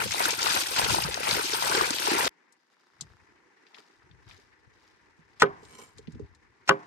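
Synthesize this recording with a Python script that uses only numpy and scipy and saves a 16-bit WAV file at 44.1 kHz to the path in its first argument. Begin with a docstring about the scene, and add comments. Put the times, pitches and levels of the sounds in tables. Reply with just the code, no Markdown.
"""Close over a steel pan, then in a quiet rocky gorge: two places, one after the other. Water is poured in
surges over peas: gliding sines for large bubbles, ringing grains for bubbling and spray. In the gorge gloved
hands handle onions on a thick wooden board, with snaps, rustling and soft bumps. A knife crunches through two
onions and strikes the board's ringing modes; one scrape, a tumbling half. Behind lie far air with the answer of
the rocks, low puffs of rumble and a faint even ticking."""
import sys
import numpy as np
from scipy import signal
from scipy.io import wavfile

SR = 44100
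rng = np.random.default_rng(int(sys.argv[2]) if len(sys.argv) > 2 else 0)


def put_to_file(sound):
    """Save the sound as 16-bit audio at rate SR, in the file named by the first command-line argument."""
    columns = np.atleast_2d(sound).T  # one column per channel
    safe = np.clip(columns, -1, 1)
    whole_steps = np.round(safe * 32767)
    wavfile.write(sys.argv[1], SR, whole_steps.astype(np.int16))


N = 302526
T = np.arange(N) / SR   # s

# Strength of the stream: t/s, spray level/dB, bubbling level/dB
FLOW = [(0.0, -34, -30), (0.02, -36, -31), (0.09, -38.5, -49.5), (0.2, -33, -32.5), (0.27, -32, -32),
        (0.38, -38.5, -41), (0.47, -31, -33.5), (0.58, -32, -32.5), (0.64, -37, -42.5), (0.76, -35.5, -39),
        (0.79, -29.5, -29.5), (0.865, -35, -31.5), (0.9, -30, -31.5), (1.11, -41, -42.5), (1.2, -41, -38),
        (1.28, -32.5, -29.5), (1.5, -37, -40), (1.62, -32, -34.5), (1.76, -31, -28.5), (1.88, -37.5, -34.5),
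        (1.95, -37, -44.5), (2.055, -33, -40), (2.07, -33.5, -28.5), (2.2, -32.5, -28), (2.27, -33, -32)]
# Loudest large bubbles: t/s, level/dB, nominal pitch f/Hz
GLUGS = [(0.052, -36.5, 194.3), (0.058, -27.5, 467), (0.255, -10, 1400), (0.66, -22, 1580),
         (0.712, -32, 467), (1.049, -30.5, 143), (1.204, -23.5, 477), (1.442, -31, 324), (1.624, -13, 970),
         (0.145, -13.5, 910), (0.205, -11, 850), (0.329, -26, 458), (0.468, -14, 1070), (0.795, -11, 910),
         (0.881, -32, 203), (0.945, -9.5, 920), (0.984, -15, 830), (1.086, -25.5, 460), (1.175, -20, 665),
         (1.325, -31.5, 215), (1.37, -24, 516), (1.394, -20.5, 410), (1.535, -25.5, 396), (1.778, -20, 417),
         (1.81, -7, 1030), (1.906, -23, 278), (2.074, -14, 880), (2.15, -29.5, 307), (2.2, -21, 460),
         (2.249, -29, 266)]
# Loud slaps of water: t/s, level/dB, centre f/Hz
SLAPS = [(0.1186, -13, 5230), (0.3057, -11, 4840), (0.39, -17.5, 5530), (0.4289, -11, 4450),
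         (0.5726, -14, 3280), (0.734, -26, 4840), (0.7716, -14, 3320), (1.142, -13.5, 4420),
         (1.3099, -10, 3620), (1.533, -15, 4130), (1.673, -18.5, 3780), (1.7491, -11, 3370),
         (1.9051, -9.5, 5740), (0.787, -14.5, 3500), (0.937, -15.5, 4800), (1.984, -17, 2500),
         (2.068, -12, 2300), (2.275, -12.5, 1600)]
# Stream thumping the bottom of the pan: t/s, peak level/dB
THUMPS = [(0.05, -42), (0.8, -41), (0.92, -35.5), (1.07, -41), (1.33, -44), (1.8, -44.5), (2.22, -49)]
# Colour of the bubbling: f/Hz, relative level/dB per Hz
BUBBLE_SPECTRUM = [(220, -19), (440, -8), (700, -5.5), (900, 9), (1190, -0.5), (1460, 8), (1750, -2),
                   (2100, 2), (2330, -2), (2520, 2), (2900, -5.5), (4000, -18.5)]
# Colour of the spray: f/Hz, relative level/dB per Hz
SPRAY_SPECTRUM = [(2300, -5), (4970, -3), (7770, -10.5)]
# Colour of the finest drops: f/Hz, relative level/dB per Hz
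MIST_SPECTRUM = [(8200, -0.5), (11500, -3), (15700, -19)]
# Left-right likeness of the pan: f/Hz, correlation [-1 to 1]
PAN_LIKENESS = [(100, 0.55), (400, 0.53), (1300, 0.51), (1900, 0.53), (2500, 0.1), (9000, 0.1)]
# Left-right likeness of the finest drops: f/Hz, correlation [-1 to 1]
MIST_LIKENESS = [(8000, 0.62), (9500, .9)]
# Left over right at the pan: f/Hz, level difference/dB
PAN_BALANCE = [(60, 18), (180, -12), (550, 6.5), (1650, 2.5), (4970, 4), (15000, -6)]
POUR_END_S = 2.281
PAN_LAG_S = .00048   # the right side hears the pan later
MIST_DB, MIST_LAG_S = -5.5, -.000294   # against the spray; the right side hears the mist earlier
THUMP_LENGTH_S, THUMP_RISE_SHARE, THUMP_BED_DB = 0.13, 0.45, -62.5
SLAP_T60_S = 0.018
SMALL_SLAP_DB, SMALL_SLAP_SPREAD_DB = 7.0, 9.5   # against the spray
SMALL_GLUG_DB, SMALL_GLUG_SPREAD_DB = -5.0, 9.0   # against the bubbling
SMALL_GLUG_LOW_HZ, SMALL_GLUG_HIGH_HZ = 300, 1600
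FILL_DB_PER_S = 2.5   # deeper water glugs louder

# Chops: blade meets onion t/s, crunch level/dB, blade meets wood t/s, blow level/dB,
# contact cut-off f/Hz, crack level/dB, strength of the last bounce against the first touch [ratio]
CHOPS = [(5.398, -35.5, 5.4205, -16, 2500, -12.5, 0.31), (6.676, -34.5, 6.6915, -16, 3060, -14, 0.59)]
# Modes of the board: f/Hz, level/dB under the first chop, level/dB under the second, longest t60/s
BOARD_MODES = [(158, -15, -12.5, 0.18), (236, -13, -19, 0.12), (308, -15, -12, 0.3),
               (401.8, -8, -10.5, 0.16), (451, -2, -21, 0.075), (537.3, -13.5, -11, 0.19),
               (657, -27, -10, .2), (837, -3, -2, 0.12), (1017, 2, 0.5, 0.07), (1140, -8, 3.5, 0.066),
               (1249, 8, 2, 0.04), (1510, 5.5, 4, .06), (1626, -7, -1, .07), (1710, -9, -6, .08),
               (1917, 1, -5, 0.024), (2900, -22.5, 2.5, .08)]
# Left over right at the board: f/Hz, level difference/dB
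BOARD_BALANCE = [(60, -2.5), (130, -1.5), (290, -9), (640, -3), (1410, 7), (3100, 4.5), (6820, 3),
                 (15000, 1)]
# Colour of the cut onion: f/Hz, relative level/dB per Hz
CRUNCH_SPECTRUM = [(400, -7), (747, -23.5), (1940, 4.5), (3560, 1), (6750, -1), (12100, -46)]
# Colour of steel cracking on wood: f/Hz, relative level/dB per Hz
CRACK_SPECTRUM = [(2000, 26), (4850, -24.5), (6850, -25), (11300, -28), (13900, -51)]
# What dies away after a chop: f/Hz, level/dB per Hz, t60/s
AFTERSOUND = [(150, -3.5, 0.44), (396, -3, 0.21), (990, -4.5, 0.53), (1500, -5, .35), (2200, -8, 0.16),
              (4000, -15.5, 0.11), (9030, -34, 0.044)]
# Left-right likeness of crunch and crack, bright sounds from one point: f/Hz, correlation [-1 to 1]
BLADE_LIKENESS = ((1, .9), (2, .9))
# Resonances of the blade: f/Hz, width/Hz, level/dB per Hz
BLADE_MODES = [(1030, 38, 7.5), (2290, 25, 6), (3120, 150, -4.5), (4200, 81, -6), (5900, 64, -7),
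               (7450, 140, -3), (8640, 480, -7.5), (9400, 42, -11), (11300, 100, -12)]
# Strokes of the blade over the wood: t/s, peak level/dB, length/s
STROKES = [(5.64, -60, 0.043), (5.74, -57, 0.07), (5.81, -48.5, 0.1)]
# Soft bumps on the board: t/s, peak level/dB, centre f/Hz
BUMPS = [(3.013, -44, 130), (3.781, -49, 413), (4.104, -53.5, 151), (4.381, -53, 350), (4.67, -54, 91),
         (5.186, -51.5, 166.3), (5.624, -42.5, 423), (5.986, -40, 436), (6.076, -30.5, 194),
         (6.15, -36, 238), (6.194, -29, 380), (6.239, -53, 395)]
BLADE_LAG_S, BOARD_LAG_S = -.00012, 0.00035   # right side against left: blade nearer the right, board later
LONGEST_RING = 65   # cycles: wood damps every mode within this many
LOW_MODES_LATE_S = .006   # the mass of the board moves after the surface
CRACK_T60_S, AFTERSOUND_LUMP_DB = .045, 1.5
STROKE_RISE_SHARE = 1.4
RUB_ON_BOARD = 0.72   # rubbing heard through the wood, ratio to the blade's ring

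# Snaps of gloves and onion skin: t/s, level/dB, centre f/Hz
SNAPS = [(2.523, -50.5, 6430), (3.0089, -25, 5150), (3.666, -48, 3260), (3.7443, -38.5, 3020),
         (3.7835, -44.5, 2700), (3.768, -42, 1050), (3.0095, -45.5, 1000), (4.0203, -51, 1250),
         (4.112, -50.5, 2920), (4.2803, -48.5, 2450), (4.3102, -40, 2580), (4.376, -53, 4470),
         (4.735, -59, 4480), (5.458, -43, 2550), (5.631, -53, 4400), (5.65, -47, 5170), (5.974, -54, 6000),
         (5.9823, -40.5, 5000), (6.072, -44.5, 2890), (6.12, -52, 5540), (6.1475, -57, 4030),
         (6.195, -58, 5040), (6.348, -52, 5120)]
# Movements of the gloved hands: t/s, peak level/dB, length/s
MOVES = [(2.75, -72.5, 0.89), (3.03, -66.5, .3), (3.76, -62.5, 0.37), (3.785, -53, .035), (4.3, -58, .04),
         (4.31, -59.5, 0.22), (4.42, -69.5, 0.19), (4.82, -68.5, 0.5), (5.4, -64, 0.22), (5.72, -63, 0.46),
         (6.12, -71.5, 0.26), (6.69, -57, 0.11)]
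# Colour of the rustling: f/Hz, relative level/dB per Hz
RUSTLE_SPECTRUM = [(600, -4.5), (1200, -0.5), (2500, -7.5), (4800, -1.5), (7000, -13.5), (11000, -28)]
SNAP_T60_S, SNAP_WIDTH = 0.048, 1.51   # width as a ratio either side of the centre
PUFF_RISE_S = .0012
MOVE_RISE_SHARE, STILL_DB = 0.46, -83.5

# Far air of the gorge: t/s, level/dB
AIR_LEVEL = [(2.35, -66.5), (2.52, -67.5), (2.62, -74.5), (2.9, -70.5), (3.23, -65), (6.84, -66)]
# Colour of the air: f/Hz, relative level/dB per Hz
AIR_SPECTRUM = [(150, -10), (352, 4.5), (505, -2), (577, -34), (876, 2), (1280, -5), (1870, 3.5),
                (2500, -8), (3250, -18.5), (5850, -17), (9760, -32)]
# Left-right likeness of air and rustling: f/Hz, correlation [-1 to 1]
AIR_LIKENESS = [(100, .3), (300, .6), (1000, 0.093), (4000, 0.1), (10000, 0.047)]
# Left over right for air and rustling: f/Hz, level difference/dB
AIR_BALANCE = [(60, 2.5), (150, 4.5), (380, -7), (950, 6), (2380, 2.5), (5980, 4), (15000, -10)]
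# Low puffs of rumble: t/s, peak level/dB, length/s
RUMBLES = [(3.06, -56, 0.27), (4.1, -62, 0.43), (4.3, -64, 0.42), (4.67, -64, 0.4), (5.05, -69, 0.65),
           (5.28, -67.5, 0.28), (5.43, -56.5, 0.49), (5.97, -59.5, 0.24), (6.14, -49, 0.26),
           (6.46, -68, 0.35)]
# Faint even ticking: t/s, level/dB
TICKING = [(2.55, -75), (2.7, -55), (3.15, -46), (3.3, -54), (3.7, -60), (3.8, -90)]
GORGE_START_S = 2.28
ECHO_DB, ECHO_DELAY_S, ECHO_LENGTH_S, ECHO_RISE_SHARE = -41.5, 0.11, 0.5, .15   # level against the blow
RUMBLE_RISE_SHARE, RUMBLE_REST_DB = .3, -108
TICK_AT_S, TICKS_PER_S = 2.5686, 29.97   # one of the ticks falls here
TOP, CUTOFF_HZ = .93, 16800   # share of the recorder's range; upper limit


def pour():
    """Bubbles, spray, slaps and thumps of the stream at the pan, stopping short."""
    out = glugs() + bursts(SLAPS + small_slaps(count=130), SLAP_T60_S, width=1.53, pan_db=5.0)
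    add(out, 0, stream(size=round(2.4 * SR)))
    # nearly cut off in 2 ms, a faint remnant for 12 ms, then silence
    cut_times = [POUR_END_S - .002, POUR_END_S, POUR_END_S + .012]
    fade_db = np.interp(T, cut_times, [1.0, -26, -17.43], right=-120)
    return late_right(out * amp(fade_db), PAN_LAG_S)


def stream(size):
    """Dense ringing grains follow the flow: bubbling, spray and mist over low thumps."""
    spray_db, bubbles_db = np.array(in_time(FLOW))[:, :size]
    bed = dict(likeness=PAN_LIKENESS, balance=PAN_BALANCE, count=44)
    bubbles = grains(size, BUBBLE_SPECTRUM, per_s=3200, cycles=43.0, spread_db=3.0, lump_db=1.5,
                     patch_db=2.0, **bed)
    spray = grains(size, SPRAY_SPECTRUM, per_s=16000, cycles=85.0, spread_db=4.5, lump_db=2.0,
                   patch_db=1.0, **bed)
    mist = grains(size, MIST_SPECTRUM, per_s=15000, cycles=64.0, spread_db=6.0, lump_db=2.0,
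                  likeness=MIST_LIKENESS, count=12)
    # inverted on the right; pour() adds the pan's lag afterwards
    mist = late_right(mist * [[1], [-1]], MIST_LAG_S - PAN_LAG_S)
    thump_rows = [(s, db, THUMP_LENGTH_S) for s, db in THUMPS]
    thump_level = swells(thump_rows, THUMP_RISE_SHARE, THUMP_BED_DB)[:size]
    thumps = thump_level * lumpy_lows(size, high_hz=173, lump_db=2.5, pan_db=5.0)
    return amp(bubbles_db) * bubbles + amp(spray_db) * spray + amp(spray_db + MIST_DB) * mist + thumps


def glugs():
    """A large bubble rings a few cycles while its pitch climbs, each at a pace of its own."""
    out, t = np.zeros((2, N)), T[:round(SR / 10)]
    rows = GLUGS + small_glugs(count=260)
    paces = rng.uniform(.6, 1.5, (len(rows), 2))
    for (s, db, hz), (climb, loss) in zip(rows, paces):
        turns = hz * t
        tone = np.sin(2 * np.pi * turns * (0.956 + 0.018 * climb * turns))
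        level = amp(db - 4.36 * loss * turns) * np.minimum(turns, 1)   # rises over one cycle
        add(out, s, tone * level * sides(at_hz(PAN_BALANCE, hz)))
    return out


def small_glugs(count):
    """Rows of time, level and pitch drawn by chance, louder when the water bubbles hard."""
    when, size, pitch = rng.random((count, 3)).T
    s, _, bubbles_db = np.transpose(FLOW)
    when = when * POUR_END_S
    level_db = np.interp(when, s, bubbles_db) + SMALL_GLUG_DB + SMALL_GLUG_SPREAD_DB * size
    level_db = level_db + FILL_DB_PER_S * when
    hz = SMALL_GLUG_LOW_HZ * (SMALL_GLUG_HIGH_HZ / SMALL_GLUG_LOW_HZ) ** pitch
    return list(zip(when, level_db, hz))


def small_slaps(count):
    """Drops hit water and steel by chance, harder when the stream is strong."""
    when, size, centre = rng.random((count, 3)).T
    s, spray_db, _ = np.transpose(FLOW)
    when = when * POUR_END_S
    level_db = np.interp(when, s, spray_db) + SMALL_SLAP_DB + SMALL_SLAP_SPREAD_DB * size
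    return list(zip(when, level_db, 1200 * 5.7 ** centre))


def chops():
    """Cells burst under the blade, then steel meets wood: a crack, three bounces, the ringing board."""
    out, size = np.zeros((2, N)), round(.6 * SR)
    t, push = T[:size], np.zeros(size)
    touches = [round(s * SR) for s in (0, 0.00218, .0075, .0172)]
    grain = dict(spread_db=1.0, likeness=BLADE_LIKENESS, count=14)
    for spot, (enter_s, crunch_db, hit_s, blow_db, contact_hz, crack_db, bounce) in enumerate(CHOPS):
        cut = hit_s - enter_s
        # the crunch peaks as the blade gets through
        crunch_times = [0, .001, cut - .003, cut + .001, cut + 0.0061, .6]
        shape_db = np.interp(t, crunch_times, [-6.0, -1.0, 1.0, 15.0, -31.5, -120])
        crunch = grains(size, CRUNCH_SPECTRUM, per_s=17000, cycles=19.0, lump_db=0.1, **grain)
        add(out, enter_s, late_right(crunch, BLADE_LAG_S) * amp(crunch_db + shape_db))
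        crack = grains(size, CRACK_SPECTRUM, per_s=6000, cycles=2.9, lump_db=-1.5, **grain)
        add(out, hit_s, late_right(crack, BLADE_LAG_S) * amp(crack_db - 60 * t / CRACK_T60_S))
        push[touches] = 1, .7, .4, bounce
        wood = board(soften(push, contact_hz), spot, LOW_MODES_LATE_S)
        add(out, hit_s, amp(blow_db) * (wood + amp(-1.5) * aftersound(size)))
    return signal.sosfilt(signal.butter(2, 105, "high", fs=SR, output="sos"), out)


def board(push, spot=0, late_s=0):
    """A push rings every mode of the board, neighbours in opposite phase."""
    late_push = np.roll(push, round(late_s * SR))
    out = 0
    for k, (hz, *db, t60) in enumerate(BOARD_MODES):
        tone = ring(push if hz > 600 else late_push, hz, min(t60, LONGEST_RING / hz))
        polarity = [[1], [(-1) ** (hz > 900)]]   # the upper modes reach the right side inverted
        out = out + amp(db[spot]) * (-1) ** k * tone * sides(at_hz(BOARD_BALANCE, hz)) * polarity
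    return late_right(out, BOARD_LAG_S)


def aftersound(size):
    """Uneven noise in bands half an octave apart, each dying at its own pace."""
    t, out = T[:size], 0
    for hz in 130 * 2 ** np.arange(0, 6.5, .5):
        band = signal.butter(2, [hz / 2 ** 0.18, hz * 2 ** 0.2], "band", fs=SR, output="sos")
        noise = rng.standard_normal(size) + .5 * rng.standard_normal((2, size))
        level_db = at_hz(AFTERSOUND, hz) - 60 * t / at_hz(AFTERSOUND, hz, column=2)
        out = out + signal.sosfilt(band, noise) * amp(level_db)
    rise = np.minimum(t / 0.0082, 1)
    return late_right(out * amp(AFTERSOUND_LUMP_DB * drift(56, size)) * rise, BOARD_LAG_S)


def scrape():
    """Dense rubbing grains colour themselves in the resonances of the blade, each flickering."""
    start, size = round(5.5 * SR), round(.6 * SR)
    noise = rng.standard_normal(size) + 5.2 * rng.standard_normal((2, size))
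    noise = noise * amp(5 * drift(300, size))   # the edge catches on the fibres
    blade = 0
    for hz, width, db in BLADE_MODES:
        flicker = amp(db + 2.1 * drift(25, size))
        blade = blade + flicker * np.sqrt(width) * rms_one(ring(noise, hz, 2.0 / width))
    hiss = rms_one(soften(np.diff(noise, prepend=0), 2600))
    wood = rms_one(board(soften(noise[0], 390)))
    rub = rms_one(rms_one(blade) + 0.47 * hiss + RUB_ON_BOARD * wood)
    level = swells(STROKES, STROKE_RISE_SHARE, rest_db=-120)[start:start + size]
    out = np.zeros((2, N))
    add(out, start / SR, rub * level * amp(1.4 * drift(90, size)))
    return out


def bumps():
    """Onions are soft and damp the wood: the low modes near the centre answer, briefly."""
    out, push = np.zeros((2, N)), np.zeros(round(.4 * SR))
    push[0] = 1
    for s, db, hz in BUMPS:
        soft_push = soften(ring(push, hz, 6.8 / hz), 430)
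        bump = board(soft_push) * amp(-150 * T[:len(push)])
        add(out, s, amp(db) * bump / np.abs(bump).max())
    return out


def snaps():
    """Gloves and onion skin snap in short puffs of band noise."""
    return bursts(SNAPS, SNAP_T60_S, width=SNAP_WIDTH, pan_db=6.0)


def rustle(size):
    """Gloves crackle in sparse short grains that swell with each movement."""
    crackle = grains(size, RUSTLE_SPECTRUM, per_s=3000, cycles=14.0, spread_db=2.0, lump_db=1.5,
                     likeness=AIR_LIKENESS, balance=AIR_BALANCE, count=12)
    return crackle * swells(MOVES, MOVE_RISE_SHARE, STILL_DB)[-size:]


def gorge():
    """The background from the start of the gorge on: rustle, far air, low rumble and ticking."""
    start = round(GORGE_START_S * SR)
    size = N - start
    no_bass = signal.butter(4, 140, "high", fs=SR, output="sos")
    out = np.zeros((2, N))
    add(out, start / SR, signal.sosfilt(no_bass, rustle(size) + far_air(size)) + rumble(size))
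    return out + ticking()


def far_air(size):
    """Very dense grains blur to smooth air, which swells as the rocks answer each chop."""
    echoes = [(hit_s + ECHO_DELAY_S, blow_db + ECHO_DB, ECHO_LENGTH_S) for _, _, hit_s, blow_db, *_ in CHOPS]
    level = swells(echoes, ECHO_RISE_SHARE, in_time(AIR_LEVEL)[0][::64])[-size:]
    return level * grains(size, AIR_SPECTRUM, per_s=110000, cycles=46.0, spread_db=2.0, lump_db=1.02,
                          patch_db=1.5, likeness=AIR_LIKENESS, balance=AIR_BALANCE, count=40)


def rumble(size):
    """Low rumble comes in lumpy puffs."""
    level = swells(RUMBLES, RUMBLE_RISE_SHARE, RUMBLE_REST_DB)[-size:]
    return level * lumpy_lows(size, high_hz=118, lump_db=5.0, pan_db=6.0)


def ticking():
    """Evenly spaced clicks with two short resonances, the same on both sides."""
    ticks = np.diff(np.floor((T - TICK_AT_S) * TICKS_PER_S), prepend=0) > 0
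    high_pass = signal.butter(2, 600, "high", fs=SR, output="sos")
    ticks = signal.sosfilt(high_pass, ticks * amp(in_time(TICKING)[0]))
    return ring(ticks, 1400, .004) + .2 * ring(ticks, 4800, .003)


def grains(size, spectrum, per_s, cycles, spread_db, lump_db, likeness, balance=((1, 0), (2, 0)),
           count=36, patch_db=0):
    """Random clicks of uneven size dealt to resonators across the spectrum, partly shared by both sides; rms 1."""
    out, together = 0, drift(36, size) + drift(60, size)
    patches = [amp(patch_db * drift(24.0, size)) if patch_db else 1 for _ in range(6)]   # neighbours swell together
    excess = np.minimum(rng.exponential(1, (2, size)), 4)
    sizes = rng.choice([-1, 1], (2, size)) * amp(spread_db * excess)
    for k, hz in enumerate(np.geomspace(spectrum[0][0], spectrum[-1][0], count)):
        born = rng.random((2, size)) < per_s / count / SR
        clicks = born * np.roll(sizes, k, axis=1)
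        shared, own = ring(clicks, hz, cycles / hz)
        alike = np.clip(at_hz(likeness, hz), -1, 1)
        pair = np.sqrt(1 + alike) * shared + np.sqrt(1 - alike) * own * [[1], [-1]]
        level = np.sqrt(hz) * amp(at_hz(spectrum, hz))   # the bands widen with frequency
        patch = patches[k * len(patches) // count]
        out = out + rms_one(pair) * patch * level * sides(at_hz(balance, hz))
    return rms_one(out * amp(lump_db * together))


def bursts(events, t60, width, pan_db):
    """Each a puff of noise around its centre that dies fast."""
    out, t = np.zeros((2, N)), T[:round(SR / 5)]
    for s, db, hz in events:
        noise = rng.standard_normal(len(t)) + 1.4 * rng.standard_normal((2, len(t)))
        band = signal.butter(3, [hz / width, min(hz * width, .45 * SR)], "band", fs=SR, output="sos")
        level = amp(db - 8.0 - 60 * t / t60)   # 8 dB left for the peaks of the noise
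        add(out, s, rms_one(signal.sosfilt(band, noise)) * level * np.minimum(t / PUFF_RISE_S, 1))
    return out * sides(pan_db)


def lumpy_lows(size, high_hz, lump_db, pan_db):
    """Low noise in lumps, mostly its own on each side."""
    noise = rng.standard_normal((2, size)) + .5 * rng.standard_normal(size)
    lows = signal.sosfilt(signal.butter(2, [45, high_hz], "band", fs=SR, output="sos"), noise)
    return rms_one(lows * amp(lump_db * drift(14.0, size))) * sides(pan_db)


def swells(rows, rise_share, rest_db):
    """Gain in time: each swell climbs to its peak, then loses 20 dB over its length; powers add."""
    t = T[::64]
    power = amp(rest_db) ** 2
    for s, db, length in rows:
        away = np.maximum((t - s) / length, (s - t) / (length * rise_share))
        power = power + amp(db - 20 * away) ** 2
    return np.interp(T, t, np.sqrt(power))


def ring(x, hz, t60):
    """A unit click sets a decaying sine of height 1 ringing."""
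    r, w = amp(-60 / (t60 * SR)), 2 * np.pi * min(hz, .45 * SR) / SR
    return signal.lfilter([0, np.sin(w)], [1, -2 * r * np.cos(w), r * r], x + 1e-18)


def soften(x, hz):
    """Two one-pole low-passes: a contact that takes time."""
    r = np.exp(-2 * np.pi * hz / SR)
    return signal.lfilter([(1 - r) ** 2], [1, -2 * r, r * r], x)


def drift(rate, size):
    """Slow chance of spread 1: noise low-passed at the rate in Hz, drawn at every tenth sample."""
    r = np.exp(-20 * np.pi * rate / SR)
    noise = rng.standard_normal(size // 10 + 4002)
    slow = signal.lfilter([1], [1, -2 * r, r * r], noise)[4000:]
    return np.interp(np.arange(size) / 10, np.arange(len(slow)), rms_one(slow - slow.mean()))


def late_right(x, lag_s):
    """The right channel delayed, read between samples."""
    i = np.arange(x.shape[1])
    return np.array([x[0], np.interp(i - lag_s * SR, i, x[1])])


def sides(db):
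    """Left and right gains of a level difference."""
    return amp([[db / 2], [-db / 2]])


def add(out, s, sound):
    """Mixes a sound in from a moment on."""
    i = round(s * SR)
    out[:, i:i + sound.shape[-1]] += sound[..., :N - i]


def in_time(rows):
    """Columns of a table joined by straight lines over the whole time."""
    s, *columns = np.transpose(rows)
    return [np.interp(T, s, c) for c in columns]


def at_hz(points, hz, column=1):
    """A table read at a frequency, on a logarithmic axis."""
    points = np.array(points)
    return np.interp(np.log(hz), np.log(points[:, 0]), points[:, column])


def amp(db):
    """Gain of a level in dB."""
    return 10 ** (np.asarray(db) / 20)


def rms_one(x):
    """Scales a sound to rms 1."""
    return x / np.sqrt(np.mean(x ** 2) + 1e-20)


def scene():
    """The pan, then knife, hands and air in the gorge."""
    return pour() + chops() + scrape() + bumps() + snaps() + gorge()


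def record(dry):
    """The deep bass is cut, peaks are rounded, the top is cut."""
    dry = signal.sosfilt(signal.butter(3, 55, "high", fs=SR, output="sos"), dry)
    rounded = TOP * np.tanh(dry / 0.75)
    return signal.sosfilt(signal.cheby2(12, 70, CUTOFF_HZ, fs=SR, output="sos"), rounded)


dry = scene()
out = record(dry)
put_to_file(out)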